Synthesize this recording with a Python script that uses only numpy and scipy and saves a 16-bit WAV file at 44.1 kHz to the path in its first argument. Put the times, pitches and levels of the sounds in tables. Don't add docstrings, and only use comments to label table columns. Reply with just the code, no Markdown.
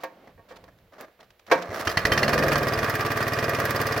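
import sys
import numpy as np
from scipy import signal
from scipy.fft import rfft, irfft, next_fast_len
from scipy.io import wavfile
from scipy.ndimage import map_coordinates

SR = 44100
rng = np.random.default_rng(int(sys.argv[2]) if len(sys.argv) > 2 else 0)


def waveform_to_disk(signal):
    frames = np.transpose(np.atleast_2d(signal))
    scaled = np.clip(frames, -1, 1) * 32767
    samples = np.round(scaled).astype(np.int16)
    wavfile.write(sys.argv[1], SR, samples)


N = 176400

# (time [s], strength [dB], metallic knock [dB], top of the bark's glide [Hz])
FIRST_FIRINGS = [(1.875, -3, -21.5, 1770), (1.975, -1.5, -17, 1980), (2.055, -3.5, -16.5, 1978),
                 (2.122, 3.5, -19, 1980), (2.179, 1, -20, 1870), (2.233, -3, -19, 2023)]
# (time [s], firing rate [1/s])
FIRING_RATE = [(2.278, 20.52), (2.38, 21.31), (2.52, 20.66), (2.68, 19.04), (2.93, 18.02), (3.25, 18.56),
               (3.6, 18.9), (3.8, 18.46)]
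# (time [s], level over idle [dB])
ENGINE_EFFORT = [(1.8, -17), (1.88, -10), (2.04, 1), (2.16, 1.5), (2.3, 2), (2.45, 2.5), (2.57, 1.5),
                 (2.68, 1.5), (2.95, 0), (3.5, 1), (4, 0.5)]
# (time [s], pitch [Hz])
THUMP_PITCH = [(1.9, 91.7), (2.5, 117.9)]
# (position [share of the cycle], level [dB])
VALVE_HITS = [(0.491, -33), (.75, -32)]

# (time [s], level [dB])
FRAME_CLANKS = [(2.28, -19), (2.331, -19), (2.378, -21), (2.425, -24), (2.519, -21), (2.556, -18),
                (2.829, -24.5), (3.213, -30.5), (3.426, -31)]
MOUNT_LURCHES = [(2.473, -33.5), (2.776, -31)]
PAWL_CATCHES = [(.033, -27), (1.513, -8)]
COMPRESSION_STROKES = [(1.698, -32), (1.813, -39)]
HANDLE_BUMPS = [(.378, -51), (.394, -49), (.508, -44), (.518, -51), (.639, -52)]
METAL_TICKS = [(.037, -35), (1.009, -36.5)]
REEL_RASPS = [(1.738, -41, 0.045), (1.79, -34.5, 0.022), (1.85, -34.5, 0.012), (1.897, -33, 0.023)]
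DULL_SCRAPES = [(.0, -52, 0.032), (.273, -46.5, 0.0054), (.484, -56, 0.041), (.507, -50, 0.023),
                (.678, -49.5, 0.013), (.922, -52.5, 0.05), (.98, -48, 0.04), (1.002, -43.5, 0.048),
                (1.081, -52, 0.0037), (1.19, -53, 0.029), (1.228, -47.5, 0.0024), (1.478, -43.5, 0.012),
                (1.498, -35, 0.011)]
GRAVEL_SCUFFS = [(.005, -55, 0.027), (.487, -55, 0.038), (.559, -49.5, 0.011), (.639, -52, .003),
                 (.786, -62, 0.0016), (.934, -55, 0.0069), (.985, -54.5, 0.046), (1.204, -52.5, .005),
                 (1.23, -59, 0.017), (1.304, -56.5, 0.0035), (1.394, -55.5, 0.0055), (1.465, -49, 0.0098),
                 (1.621, -34.5, 0.0032)]
# (time [s], level [dB])
CRACK_RIDE = [(1.9, -36.5), (2.5, -32), (3, -33), (3.45, -35.5), (3.7, -24.5), (4, -33)]
ROPE_RIDE = [(1.5, -70), (1.53, -29), (1.6, -37), (1.68, -39.5), (1.745, -33.5), (1.81, -32), (1.83, -34.5),
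             (1.86, -30.5), (1.92, -32), (2.05, -37.5)]
RUSTLE_RIDE = [(0, -55), (.12, -57.5), (.3, -53), (.36, -74.5), (.55, -51), (.75, -69.5), (1.4, -72)]
SHUFFLE_RIDE = [(0, -93), (.38, -54.5), (.46, -71), (.62, -58), (.85, -62), (1.1, -85), (1.27, -62),
                (1.4, -85)]

# (frequency [Hz], relative spectral density [dB])
COMBUSTION_EQ = [(100, -31), (220, 5), (450, 3.5), (750, -7), (1150, -3), (1450, -14), (1800, -4),
                 (2600, -10), (5500, -17.5), (8000, -27.5), (15000, -23.5)]
EXHAUST_EQ = [(120, -13), (650, -1.5), (900, -6.5), (1700, 2), (2700, -7), (3800, -12.5), (5200, -6),
              (6000, -11.5), (7500, -22.5), (11000, -27.5), (13000, -19), (15500, -23)]
CRACK_EQ = [(3000, -30), (7000, -7.5), (10000, -5.5), (11500, -6.5), (13000, 3.5), (15500, 0.5)]
BLOCK_EQ = [(40, -90), (130, -20), (230, -2), (440, 0), (680, -8.5), (850, -5), (1300, -2), (1850, -2),
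            (2250, -7.5), (2800, -14), (3700, -16), (5000, -22.5), (7500, -29), (15000, -29)]
ROAR_EQ = [(70, -29), (140, -10.5), (210, 4), (330, -3.5), (550, 2), (820, -16), (1200, -15), (2200, -33),
           (5000, -53), (12000, -85)]
KNOCK_EQ = [(150, -0.5), (650, -12), (900, -4), (1600, -4), (2350, -7.5), (3000, -9.5), (3600, -16.5),
            (4300, -9), (6000, -16.5), (7200, -27), (15000, -29.5)]
CLUNK_EQ = [(40, -60), (90, -46), (180, -9), (300, -4), (500, 2.5), (1100, 2), (1400, -5.5), (2300, -5),
            (2900, -15.5), (4000, -15), (5800, -20), (8000, -36), (15000, -33.5)]
RASP_EQ = [(300, -4), (1700, 5), (3000, -2.5), (5500, -3), (8000, -14.5), (15000, -11)]
SCRAPE_EQ = [(60, -31), (200, -4), (520, -0.5), (850, -7), (1200, -7), (1900, -4.5), (2700, -20.5),
             (5500, -24.5), (9000, -38.5), (16000, -33)]
TICK_EQ = [(300, -4), (1500, -1), (5000, -8.5), (8000, -12), (11000, -12), (15000, -0.5)]
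GRAVEL_EQ = [(200, -16), (1000, 5.5), (2000, 0.5), (4200, -1.5), (6000, -7), (8500, -18.5), (15000, -18)]
SHUFFLE_EQ = [(25, 1), (70, 4), (170, 1), (300, -11), (1000, -42)]
AIR_EQ = [(25, -2), (90, -1.5), (220, -24), (520, -2), (900, -15), (2000, -13.5), (4000, -19.5),
          (9000, -35), (13000, -24)]
RUSTLE_EQ = [(60, -27), (200, 3), (600, 3.5), (1200, -6.5), (2200, -12), (5000, -23.5), (15000, -52)]
YARD_EQ = [(100, -4.5), (3000, -8.5), (12000, -16.5)]
# (frequency [Hz], width [Hz], lift [dB])
CASING_PEAKS = [(406, 30, 0.5), (593, 160, 4), (676, 100, 7.5), (1188, 180, 8), (1685, 19, 8),
                (1800, 28, -5), (2390, 32, 3), (2744, 25, 7), (4300, 180, 3.5), (5760, 140, 7.5)]
# (frequency [Hz], relative level [dB], t60 [s])
COVER_MODES = [(340, -3.5, 0.07), (437, -0.5, 0.12), (566, -8.5, 0.042), (682.6, -1.5, 0.12),
               (1166.3, -0.5, 0.1), (1229, -4.5, 0.14), (1430, -6, 0.083), (1614, -2.5, 0.16),
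               (1790, -3.5, 0.13), (1899, 1.5, 0.072), (2432, -5, 0.097)]
MUFFLER_MODES = [(4927, 0.5, 0.049), (5010, -4, 0.027), (5640, -9, 0.031)]
STEEL_MODES = [(2760, -19, 0.056), (3120, -16.5, 0.073), (4320, -8, 0.028), (5410, -14.5, 0.036),
               (5980, -12.5, 0.029)]
HOUSING_MODES = [(177.5, -29.5, 0.87), (318, -14, 0.13), (484, 0, 0.076), (528, 0.5, 0.16), (680, -3, 0.13),
                 (775, -10.5, 0.1), (918, -9.5, 0.19), (1121, -8.5, 0.13), (1625, -11.5, 0.16),
                 (1837, -5.5, 0.083), (2332, -17, 0.13)]

# (frequency [Hz], left-right correlation [0..1])
STEREO_LIKENESS = [(100, .99), (250, .97), (500, .93), (1200, .87), (2500, .6), (5000, .64), (9000, .15),
                   (15000, 0)]
# (frequency [Hz], left minus right [dB])
STEREO_PAN = [(100, -2), (350, 0), (700, -1), (1400, -3), (2800, -2), (5500, -3.5), (10000, -10),
              (15000, -7.5)]

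RUN_START_S = 2.283
EXHAUST_PHASE, RATTLE_SHARE = .175, .81
THUMP_RISE_S, THUMP_LEAD_TURNS = .0054, .7467
BARK_SAG, BARK_GLIDE_S, BARK_RISE_S = .425, .00299, .00456
BOOM_HZ, BOOM_DECAY_S = 140, .016
YARD_T60_S, YARD_BUILD_S = .36, .023
LOW_CUT_HZ, HIGH_CUT_HZ = 36, 15950


def engine_cycles():
    t = np.arange(round(RUN_START_S * SR), N + SR // 10) / SR
    count = np.cumsum(curve(FIRING_RATE, t)) / SR
    running = np.interp(np.arange(int(count[-1]) + 1), count, t)
    first_times, first_strength, _, _ = np.transpose(FIRST_FIRINGS)
    times = np.r_[first_times, running]
    periods = np.r_[np.diff(times), times[-1] - times[-2]]
    return times, periods, np.r_[first_strength, .3 * curve(ENGINE_EFFORT, running)]


def combustion(times, strength):
    out = np.zeros((2, N))
    for s, db in zip(times, vary(strength, spread_db=.5)):
        hz = curve(THUMP_PITCH, s)
        add(out, s - THUMP_LEAD_TURNS / hz, amp(db - 24.5) * thump(hz))
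    knocks = cues(times - .005, vary(strength, spread_db=2.5) - 28.5, hold_s=.011)
    return out + bursts(knocks, COMBUSTION_EQ, attack_s=.002, t60=.056, peaks=CASING_PEAKS, repeat=.87)


def exhaust(times, strength):
    puffs = cues(times, vary(strength, spread_db=1) - 28, hold_s=.0039)
    out = bursts(puffs, EXHAUST_EQ, attack_s=.0014, t60=.073, repeat=.29)
    crack_db = curve(CRACK_RIDE, times) + vary(strength, spread_db=3.5)
    cracks = cues(times - .001, crack_db, hold_s=.0026)
    return out + bursts(cracks, CRACK_EQ, attack_s=.0013, t60=.04)


def clatter(times, periods, strength):
    effort = curve(ENGINE_EFFORT, times)
    out = np.zeros((2, N))
    for phase, db in VALVE_HITS:
        clacks = cues(times + phase * periods, db + effort + vary(strength, spread_db=4.5), hold_s=.0026)
        out += bursts(clacks, BLOCK_EQ, attack_s=.0046, t60=.069, peaks=CASING_PEAKS, repeat=.46)
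    rattles = zip(times, effort - 34, RATTLE_SHARE * periods)
    return out + bursts(rattles, BLOCK_EQ, attack_s=.0085, t60=.05, peaks=CASING_PEAKS, repeat=.52)


def muffler_roar(exhaust_times):
    push = np.maximum(amp(curve(ENGINE_EFFORT, clock())) - 1, 0)
    booms, t = np.zeros((2, N)), clock(SR // 5)
    for s in exhaust_times:
        add(booms, s, np.sin(2 * np.pi * BOOM_HZ * t) * np.exp(-t / BOOM_DECAY_S))
    return push * (amp(-15.5) * noise(ROAR_EQ, CASING_PEAKS) + amp(-14) * booms)


def muffler_barks():
    out, t = np.zeros((2, N)), clock(2048)
    envelope = swell(t, BARK_RISE_S) ** 2
    glide = np.cumsum(1 - BARK_SAG * np.exp(-(t / BARK_GLIDE_S) ** 2)) / SR
    for s, _, db, hz in FIRST_FIRINGS:
        bark = amp(db + 3.5) * envelope * np.sin(2 * np.pi * hz * glide)
        add(out, s - BARK_RISE_S, pan(hz) * bark)
    return out


def steel_knocks():
    hits = [(s - .004, db - 1.5, .005) for s, _, db, _ in FIRST_FIRINGS]
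    out = bursts(hits, KNOCK_EQ, attack_s=.0016, t60=.045, repeat=.32)
    out += bursts([(s, db - 3, .003) for s, db in FRAME_CLANKS], KNOCK_EQ, attack_s=.0006, t60=.049)
    steel_blows = [(s - .0025, db + 6) for s, _, db, _ in FIRST_FIRINGS]
    out += rings(steel_blows, STEEL_MODES, attack_s=.0049, spread_db=5.5)
    cover_blows = [(s, db - 8.5) for s, db in FRAME_CLANKS]
    return out + rings(cover_blows, COVER_MODES, attack_s=.0006, spread_db=5)


def cover_ring(times, periods, strength):
    blows = [(s - .003 + phase * period, db - 31)
             for s, period, db in zip(times, periods, strength) for phase in (0, .25)]
    return rings(blows, COVER_MODES, attack_s=.0011, spread_db=1.5)


def muffler_pings(exhaust_times):
    return rings([(s, -31.5) for s in exhaust_times], MUFFLER_MODES, attack_s=.0068, spread_db=3.5)


def shudders(rows, hz):
    out = np.zeros((2, N))
    for s, db in rows:
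        add(out, s - .008, amp(db) * thump(hz))
    return out


def recoil_starter():
    clunks = bursts([(s, db - 6, .011) for s, db in PAWL_CATCHES], CLUNK_EQ, attack_s=.0025, t60=.087)
    blows = [(s + .00097, db) for s, db in PAWL_CATCHES]
    housing = rings(blows, HOUSING_MODES, attack_s=.0072, spread_db=1.5)
    pulling = clock() > ROPE_RIDE[0][0]
    rope = pulling * ride(ROPE_RIDE) * noise(SCRAPE_EQ, CASING_PEAKS)
    reel = bursts(REEL_RASPS, RASP_EQ, attack_s=.0021, t60=.087)
    whirr = (rope + reel) * grit(rate_hz=300, depth_db=3.5)
    return clunks + housing + whirr + shudders(COMPRESSION_STROKES, hz=99)


def handling():
    scrapes = bursts(DULL_SCRAPES, SCRAPE_EQ, attack_s=.0017, t60=.041, peaks=CASING_PEAKS)
    scrapes *= grit(rate_hz=350, depth_db=1)
    gravel = bursts(GRAVEL_SCUFFS, GRAVEL_EQ, attack_s=.00051, t60=.039)
    gravel *= grit(rate_hz=500, depth_db=3.5)
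    rustle = ride(RUSTLE_RIDE) * noise(RUSTLE_EQ)
    bumps = rings(HANDLE_BUMPS, HOUSING_MODES, attack_s=.00038, spread_db=1)
    ticks = bursts([(s, db, .002) for s, db in METAL_TICKS], TICK_EQ, attack_s=.00046, t60=.031)
    return scrapes + gravel + rustle + bumps + ticks


def shuffling_feet():
    return ride(SHUFFLE_RIDE) * noise(SHUFFLE_EQ)


def yard_reverb(sound):
    t = clock(SR // 2)
    tail = noise(YARD_EQ, size=len(t)) * strike(t, YARD_BUILD_S, YARD_T60_S)
    return signal.fftconvolve(sound, tail / np.linalg.norm(tail[0]), axes=1)[:, :N]


def bursts(rows, spectrum, attack_s, t60, peaks=(), repeat=0, size=8192):
    out, t = np.zeros((2, N)), clock(size)
    same = noise(spectrum, peaks, size)
    for s, db, hold in rows:
        envelope = np.minimum(t / attack_s, 1) * amp(db - 60 * np.maximum(t - hold, 0) / t60)
        fresh = noise(spectrum, peaks, size)
        add(out, s, envelope * (np.sqrt(repeat) * same + np.sqrt(1 - repeat) * fresh))
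    return out


def rings(rows, modes, attack_s, spread_db):
    out, t = np.zeros((2, N)), clock(16384)
    hz, level, t60 = np.transpose(modes)
    waves = strike(t, attack_s, t60[:, None]) * np.exp(2j * np.pi * hz[:, None] * t)
    skew = width(hz) * (-1) ** np.arange(len(hz)) * np.array([[1], [-1]])
    for s, db in rows:
        gain = pan(hz) * amp(vary(db + level, spread_db))
        phase = 2 * np.pi * rng.random(len(hz)) + skew
        add(out, s, ((gain * np.exp(1j * phase)) @ waves).real)
    return out


def noise(spectrum, peaks=(), size=N):
    hz = np.fft.rfftfreq(size, 1 / SR)
    db = along(spectrum, hz) + sum(lift / (1 + (2 * (hz - f) / w) ** 2) for f, w, lift in peaks)
    bins = amp(db) * np.exp(2j * np.pi * rng.random((2, len(hz))))
    mid, side = bins * [np.cos(width(hz)), np.sin(width(hz))]
    return unit(irfft(pan(hz) * [mid + side, mid - side], size))


def thump(hz):
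    t = clock(4096)
    return swell(t, THUMP_RISE_S) * np.sin(2 * np.pi * hz * t)


def grit(rate_hz, depth_db):
    flutter = map_coordinates(rng.standard_normal(N), [clock() * rate_hz], order=1)
    return unit(amp(depth_db * flutter))


def swell(t, rise_s):
    return t / rise_s * np.exp(1 - t / rise_s)


def strike(t, attack_s, t60):
    return np.minimum(t / attack_s, 1) * amp(-60 * t / t60)


def pan(hz):
    return amp(along(STEREO_PAN, hz) / 2 * np.array([[1], [-1]]))


def width(hz):
    return np.arccos(along(STEREO_LIKENESS, hz)) / 2


def vary(levels, spread_db):
    return levels + spread_db * rng.standard_normal(len(levels))


def cues(times, levels, hold_s):
    return [(s, db, hold_s) for s, db in zip(times, levels)]


def ride(rows):
    return amp(curve(rows, clock()))


def curve(rows, t):
    return np.interp(t, *np.transpose(rows))


def along(points, hz):
    f, v = np.transpose(points)
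    return np.interp(np.log(hz + 1), np.log(f + 1), v)


def add(out, s, sound):
    i = min(max(round(s * SR), 0), N)
    out[:, i:i + sound.shape[-1]] += sound[..., :N - i]


def amp(db):
    return 10 ** (np.asarray(db) / 20)


def unit(x):
    return x / np.sqrt(np.mean(x ** 2) + 1e-20)


def clock(size=N):
    return np.arange(size) / SR


def scene():
    times, periods, strength = engine_cycles()
    exhaust_times = times + EXHAUST_PHASE * periods
    machine = handling() + recoil_starter()
    machine += combustion(times, strength) + exhaust(exhaust_times, strength)
    machine += clatter(times, periods, strength)
    machine += muffler_roar(exhaust_times) + muffler_barks() + steel_knocks()
    machine += cover_ring(times, periods, strength) + muffler_pings(exhaust_times)
    machine += shudders(MOUNT_LURCHES, hz=69.5)
    return machine + shuffling_feet() + amp(-20.5) * yard_reverb(machine) + amp(-64) * noise(AIR_EQ)


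def record(dry):
    size = next_fast_len(N + SR // 4)
    hz = np.fft.rfftfreq(size, 1 / SR)
    low_cut = hz ** 2 / np.sqrt(hz ** 4 + LOW_CUT_HZ ** 4)
    return irfft(rfft(dry, size) * low_cut * (hz < HIGH_CUT_HZ), size)[:, :N]


dry = scene()
out = record(dry)
waveform_to_disk(out)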